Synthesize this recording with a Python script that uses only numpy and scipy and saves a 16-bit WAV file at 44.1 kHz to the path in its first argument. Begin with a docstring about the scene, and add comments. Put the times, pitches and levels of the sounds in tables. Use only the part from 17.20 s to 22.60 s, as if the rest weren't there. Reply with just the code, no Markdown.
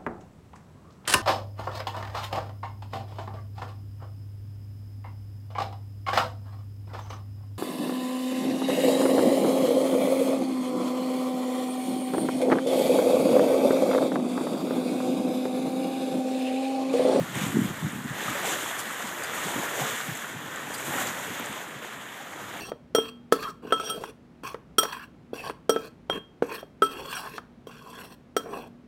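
"""Water along the hull of a small sailboat

Close by, water rushes along the hull in a chop: bands of noise and bursting clicks swell with each wave
as wash, foam and spray, over a gurgle of clumped ringing bubbles. Single large bubbles glide up in pitch,
flying drops tick as puffs of treble noise, and a metal fitting in the rigging rattles as scuffed noise
that rings its modes. Wind buffets the small microphone as lumpy low noise and short thumping swings.
"""
import sys
import numpy as np
from scipy import signal
from scipy.fft import rfft, irfft, next_fast_len
from scipy.io import wavfile

SR = 44100
rng = np.random.default_rng(int(sys.argv[2]) if len(sys.argv) > 2 else 0)


def generate_wav(signal):
    """Clip the signal to [-1, 1] and save it as 16-bit WAV at the path in sys.argv[1]."""
    frames = np.transpose(np.atleast_2d(signal))
    scaled = np.clip(frames, -1, 1) * 32767
    pcm = np.round(scaled).astype(np.int16)
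    wavfile.write(sys.argv[1], SR, pcm)


N = 238316   # length of the scene in samples


def water(patchy_db, surge_db, burst_db):
    """Bands of foam: smooth noise plus bursting bubbles, each band following the nearest layers of the water."""
    # Centres of gurgle, wash, foam and spray in Hz.
    layer_hz = [600, 1600, 3300, 8000]
    # The water as coloured by the microphone housing. Each row: frequency in Hz, relative gain in dB.
    housing = [(90, -37), (300, -2.5), (1100, 0), (1800, 1.5), (2600, -7), (3400, -5.5), (4500, -18),
               (5400, -18.5), (6900, -9), (10500, -18.5), (11800, -15.5), (12900, -18), (13600, -18.5),
               (15300, -22.5)]
    level_db = -34   # rms of the whole wash
    swing_db = layers()
    layer_index = np.arange(len(layer_hz))
    edges_hz = np.geomspace(60, 19000, 19)
    white = rng.standard_normal((2, N))   # bands use the two noises in turn
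    surge, out = drift(22), np.zeros(N)
    for k, (low, high) in enumerate(zip(edges_hz, edges_hz[1:])):
        # where the band's centre lies among the layers: 0 is gurgle, 3 is spray
        place = np.interp(np.log(low * high) / 2, np.log(layer_hz), layer_index)
        nearness = np.clip(1 - abs(place - layer_index), 0, 1)
        band_db = nearness @ swing_db
        # small bubbles burst as clicks of uneven size and either sign, more often in higher bands
        sizes = from_db(0.58 * np.minimum(rng.exponential(1, N), 3.5)) * rng.choice([-1, 1], N)
        chance = .012 * high / SR * from_db(2.5 * surge)
        bursts = rms_one(sizes * (rng.random(N) < chance))
        band_pass = signal.butter(2, [low, high], "band", fs=SR, output="sos")
        band = signal.sosfilt(band_pass, white[k % 2] + from_db(burst_db) * bursts)
        # each band is patchy by itself; spray arrives in sheets, so the treble surges together
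        out += band * from_db(band_db + patchy_db * drift(6) + surge_db * place * surge)
    return from_db(level_db) * rms_one(coloured(out, housing))


def layers():
    """Swing in dB of gurgle, wash, foam and spray about their means, lifted as crests slap the hull."""
    # The water rising with each wave; only the swing about each mean counts.
    # Each row: time in seconds, then gurgle, wash, foam and spray in dB.
    wave_levels = [(0.0, -42.5, -43.5, -45.5, -47.5), (.35, -41, -40.5, -44.5, -45),
                   (.84, -47.5, -42, -49.5, -49.5), (1.03, -37, -35.5, -38.5, -42),
                   (1.42, -37, -36, -39, -38.5), (1.65, -42, -39, -43, -44),
                   (1.95, -41.5, -38.5, -44.5, -45), (2.3, -35.5, -34.5, -39, -39),
                   (2.52, -35.5, -36, -40, -40), (2.75, -40, -36.5, -39.5, -40),
                   (3.17, -45.5, -42, -48, -49.5), (3.48, -42, -39.5, -45.5, -48),
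                   (3.64, -41, -40, -43, -41.5), (3.79, -34, -32.5, -38.5, -35.5),
                   (3.93, -40, -39.5, -42.5, -42), (4.27, -40.5, -39, -41, -46),
                   (4.5, -44.5, -44, -49, -52.5), (5.02, -47.5, -45, -47.5, -52.5),
                   (5.2, -42, -44, -48, -51.5), (5.4, -43, -41.5, -47, -50.5)]
    # Crests that slap and splash. Each row: start in seconds, length in seconds, rise in dB before reach.
    crest_splashes = [(0.116, 0.21, 5.5), (0.402, 0.12, 2), (1.22, .15, 4.5), (2.546, 0.2, 3),
                      (3.847, 0.057, 0.5), (4.606, 0.1, 2.5)]
    # Share of that rise in gurgle, wash, foam and spray.
    reach = [0.81, 0.42, 1.15, 0.9]
    levels, splash_db = in_time(wave_levels), np.zeros(N)
    for start, length, rise_db in crest_splashes:
        # 65 % of each splash is spent swelling and fading
        add(splash_db, start, rise_db * signal.windows.tukey(round(length * SR), .65))
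    return levels - levels.mean(axis=1, keepdims=True) + np.outer(reach, splash_db)


def gurgle(per_s, db):
    """Middle-sized bubbles come in clumps and ring 28 cycles to -60 dB, louder as gurgle and wash swell."""
    sizes = from_db(4.5 * np.minimum(rng.exponential(1, N), 4)) * rng.choice([-1, 1], N)
    born = rng.random(N) < per_s * from_db(5.0 * drift(7)) / SR
    pitches_hz, dealt = np.geomspace(420, 2600, 24), rng.integers(0, 24, N)
    rings = sum(ring(sizes * born * (dealt == k), hz, 28 / hz) for k, hz in enumerate(pitches_hz))
    softened = signal.lfilter([.25], [1, -.75], rings)   # one-pole low-pass
    swell_db = layers()[:2].mean(axis=0)
    return from_db(swell_db + db) * rms_one(softened)


def bubbles():
    """Each large bubble rings briefly while its pitch glides up."""
    # Each row: start in seconds, level in dB before fade-in and decay, starting pitch in Hz.
    large_bubbles = [(1.007, -34, 1640), (1.080, -16.5, 1230), (1.150, -28, 550), (1.232, -24, 620),
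                     (1.243, -24, 763), (1.324, -37, 1640), (1.356, -19, 1800), (1.359, -29, 580),
                     (2.319, -28, 910), (2.552, -31, 673), (2.617, -22, 756), (3.044, -26, 1430),
                     (3.472, -31, 800), (3.719, -28, 845), (3.785, -26, 744), (4.269, -26, 1740),
                     (4.639, -58, 1010), (5.002, -30.5, 790)]
    attack_s, cycles_to_60_db = .003, 42
    rise_per_s = 3.2   # share of the starting pitch gained per second
    out, t = np.zeros(N), np.arange(SR // 20) / SR
    for start, db, hz in large_bubbles:
        shape = np.minimum(t / attack_s, 1) * from_db(-60 * t * hz / cycles_to_60_db)
        swing = np.sin(2 * np.pi * hz * (t + rise_per_s * t ** 2 / 2))
        add(out, start, from_db(db) * shape * swing)
    return out


def ticks():
    """Each drop that ticks on the deck is a dying puff of treble noise around its own pitch."""
    # Each row: start in seconds, rms level in dB before the decay, pitch in Hz.
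    drops = [(.1535, -30, 8600), (0.721, -33, 8900), (.842, -35, 7950), (1.5912, -25, 7900),
             (1.6014, -26, 7700), (1.6574, -38, 11000), (1.8714, -34, 8600), (2.0364, -26, 7860),
             (2.952, -31, 7300), (2.9726, -29, 7660), (3.1298, -35, 7000), (3.3598, -33, 7250),
             (3.5828, -32, 7900), (3.871, -25, 7100), (4.1974, -35, 13500), (4.2592, -29, 7600),
             (4.328, -31, 7800), (4.406, -41, 13000)]
    t60_s, spread = 0.013, 1.09   # the puff spans pitch / spread to pitch x spread
    out, t = np.zeros(N), np.arange(SR // 20) / SR
    for (start, db, hz), noise in zip(drops, rng.standard_normal((len(drops), len(t)))):
        around_pitch = signal.butter(2, [hz / spread, hz * spread], "band", fs=SR, output="sos")
        puff = rms_one(signal.sosfilt(around_pitch, noise))
        add(out, start, from_db(db) * puff * from_db(-60 * t / t60_s))
    return out


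def fitting():
    """Each rattle in the rigging is a short dry scuff of noise that also sets the modes of the metal ringing."""
    # Each row: start in seconds, scuff gain in dB, ring gain in dB, scuff length in seconds.
    rattles = [(1.582, -33.5, -62, 0.042), (2.03, -41, -53, 0.026), (3.535, -36, -50, 0.026)]
    # Modes of the small metal fitting. Each row: frequency in Hz, relative level in dB, 60 dB decay in seconds.
    modes = [(4910, -2, 0.066), (8960, -4, 0.025), (12300, -12, .012)]
    # Lower and upper edge of the dry scuff in Hz.
    scuff_hz = [4000, 13000]
    out, t = np.zeros(N), np.arange(SR // 10) / SR
    scuff_band = signal.butter(2, scuff_hz, "band", fs=SR, output="sos")
    noises = rng.standard_normal((len(rattles), len(t)))
    for (start, scuff_db, ring_db, length), noise in zip(rattles, noises):
        scuff = noise * np.sin(np.pi * np.minimum(t / length, 1) ** 0.71)
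        rung = sum(from_db(mode_db) * rms_one(ring(scuff, hz, t60)) for hz, mode_db, t60 in modes)
        dry_scuff = signal.sosfilt(scuff_band, scuff)
        add(out, start, from_db(scuff_db) * dry_scuff + from_db(ring_db) * rung)
    return out


def wind(lumpy_db):
    """Turbulence at the microphone: lumpy low noise, and strong eddies as a few swelling and dying swings."""
    # Spectrum of the buffeting. Each row: frequency in Hz, relative level in dB per Hz.
    buffet = [(15, -72), (25, -45), (49, -27), (95, -6.5), (127, 0), (224, 1.5), (274, 0), (339, -5.5),
              (600, -31.5), (780, -26), (1320, -120)]
    # Single eddies that strike the microphone.
    # Each row: time of the rise in seconds, peak of the swell in dB, pitch in Hz, length in seconds.
    eddies = [(0.004, -20.5, 160, 0.021), (0.155, -29, 141, 0.027), (0.21, -24, 184, 0.028),
              (0.231, -21.5, 177, .022), (0.264, -21.5, 218, 0.01), (0.341, -25, 220, 0.02),
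              (0.368, -13.5, 304, 0.0096), (0.384, -15.5, 253, .026), (0.415, -16.5, 170, 0.018),
              (0.442, -22, 212, .031), (0.62, -23.5, 169, 0.028), (0.644, -22, 144, .024),
              (0.664, -20, 218, 0.015), (0.756, -28, 191, 0.026), (0.85, -36, 256, 0.03),
              (0.905, -26.5, 152, 0.03), (1.101, -31.5, 306, 0.029), (1.841, -33, 244, 0.018),
              (2.251, -35.5, 166, 0.036), (2.36, -26.5, 295, 0.016), (2.38, -30, 302, 0.013),
              (2.612, -32, 139, 0.046), (2.884, -30, 160, 0.022), (2.914, -30, 145, 0.028),
              (3.751, -30.5, 270, 0.02), (4.1, -33, 172, 0.026), (4.197, -33, 272, 0.022),
              (4.559, -42, 135, .03)]
    strength = gusts() * from_db(lumpy_db * drift(16.7))
    rumble = rms_one(coloured(strength * rng.standard_normal(N), buffet))
    out = np.sqrt(np.mean(strength ** 2)) * rumble
    for (rise, db, hz, length), turn in zip(eddies, rng.random(len(eddies))):
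        t = np.arange(round(length * SR)) / SR
        begins = max(rise - length / 6, 0)   # the listed rise is a sixth into the swell
        add(out, begins, from_db(db) * np.hanning(len(t)) * np.sin(2 * np.pi * (hz * t + turn)))
    return out


def gusts():
    """Strength of the wind: the breeze plus gusts that rise fast, sag while held and then drop away."""
    # Steady breeze on the microphone. Each row: time in seconds, level in dB.
    breeze = [(0, -42), (1.1, -45.5), (1.7, -50.5), (2.4, -47), (3.4, -48), (3.9, -46.5), (4.9, -52.5),
              (5.4, -54.5)]
    # Gusts above it. Each row: start in seconds, time held in seconds, level in dB before rise and sag.
    gust_rows = [(0.0, 0.018, -38), (.15, 0.17, -33), (0.339, 0.17, -26), (.6, 0.073, -36),
                 (.72, 0.068, -37.5), (0.839, 0.019, -38), (.9, 0.023, -41), (1.07, 0.035, -41),
                 (1.83, .03, -52), (2.25, .04, -55), (2.34, 0.056, -38.5), (2.6, 0.03, -46),
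                 (2.87, 0.053, -47.5), (3.14, 0.054, -42), (3.47, 0.033, -51), (3.68, 0.23, -44),
                 (4.09, .04, -43), (4.28, .04, -45), (5.2, 0.18, -51)]
    attack_s = 0.019
    sag_db_per_s, release_db_per_s = 48, 500   # the sag goes on through the release
    strength, t = from_db(in_time(breeze)[0]), np.arange(SR // 2) / SR
    for start, held, db in gust_rows:
        fall_db = sag_db_per_s * t + release_db_per_s * np.maximum(t - held, 0)
        add(strength, start, np.minimum(t / attack_s, 1) * from_db(db - fall_db))
    return strength


def microphone_hiss():
    """Steady self-noise of the microphone: white noise given a spectrum."""
    # Each row: frequency in Hz, relative level in dB per Hz.
    hiss_spectrum = [(1000, -38), (4000, -6), (9000, -15), (15000, 0), (20000, -7)]
    return from_db(-66) * rms_one(coloured(rng.standard_normal(N), hiss_spectrum))


def ring(x, hz, t60):
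    """A resonant mode set ringing by x, dying by 60 dB in t60 seconds."""
    r, w = from_db(-60 / (t60 * SR)), 2 * np.pi * hz / SR
    # the tiny offset keeps the filter state away from vanishing numbers
    return signal.lfilter([np.sin(w)], [1, -2 * r * np.cos(w), r * r], x + 1e-18)


def drift(rate):
    """Slow chance: noise at every 40th sample through a double one-pole low-pass at rate Hz; spread 1."""
    r = np.exp(-80 * np.pi * rate / SR)
    noise = rng.standard_normal(N // 40 + 2002)
    slow = signal.lfilter([1], [1, -2 * r, r * r], noise)[2000:]   # drop the filter's start-up
    return np.interp(np.arange(N) / 40, np.arange(len(slow)), rms_one(slow))


def coloured(x, spectrum):
    """Impose a spectrum joined on a log-frequency axis."""
    size = next_fast_len(N)
    hz, db = np.transpose(spectrum)
    log_hz = np.log(np.arange(size // 2 + 1) * SR / size + 1)   # 1 Hz added to avoid log of zero
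    gain = from_db(np.interp(log_hz, np.log(hz), db))
    return irfft(rfft(x, size) * gain, size)[:N]


def in_time(rows):
    """Each column of a table as a value per sample."""
    s, *columns = np.transpose(rows)
    return np.array([np.interp(np.arange(N) / SR, s, c) for c in columns])


def add(out, s, sound):
    """Mix a short sound in at time s in seconds."""
    at = round(s * SR)
    out[at:at + len(sound)] += sound[:N - at]


def from_db(db):
    """Gain of a level in dB."""
    return 10 ** (np.asarray(db) / 20)


def rms_one(x):
    """Scale to rms 1."""
    return x / np.sqrt(np.mean(x ** 2) + 1e-20)


def scene():
    """Water, rigging and wind at one microphone."""
    wash = water(patchy_db=0.9, surge_db=0.23, burst_db=-8.0)
    wash = wash + gurgle(per_s=250, db=-54.5) + bubbles() + ticks()
    return (wash + fitting() + wind(lumpy_db=2.0))[None]


def record(dry):
    """The microphone adds its hiss and drops the deep bass; the top is cut steeply."""
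    low_cut_hz, top_cut_hz = 44, 15330
    low_cut = signal.butter(2, low_cut_hz, "high", fs=SR, output="sos")
    thin = signal.sosfilt(low_cut, dry + microphone_hiss())
    top_cut = signal.ellip(14, .3, 80, top_cut_hz, fs=SR, output="sos")   # 0.3 dB ripple, 80 dB down
    return signal.sosfilt(top_cut, thin)


dry = scene()
out = record(dry)
generate_wav(out)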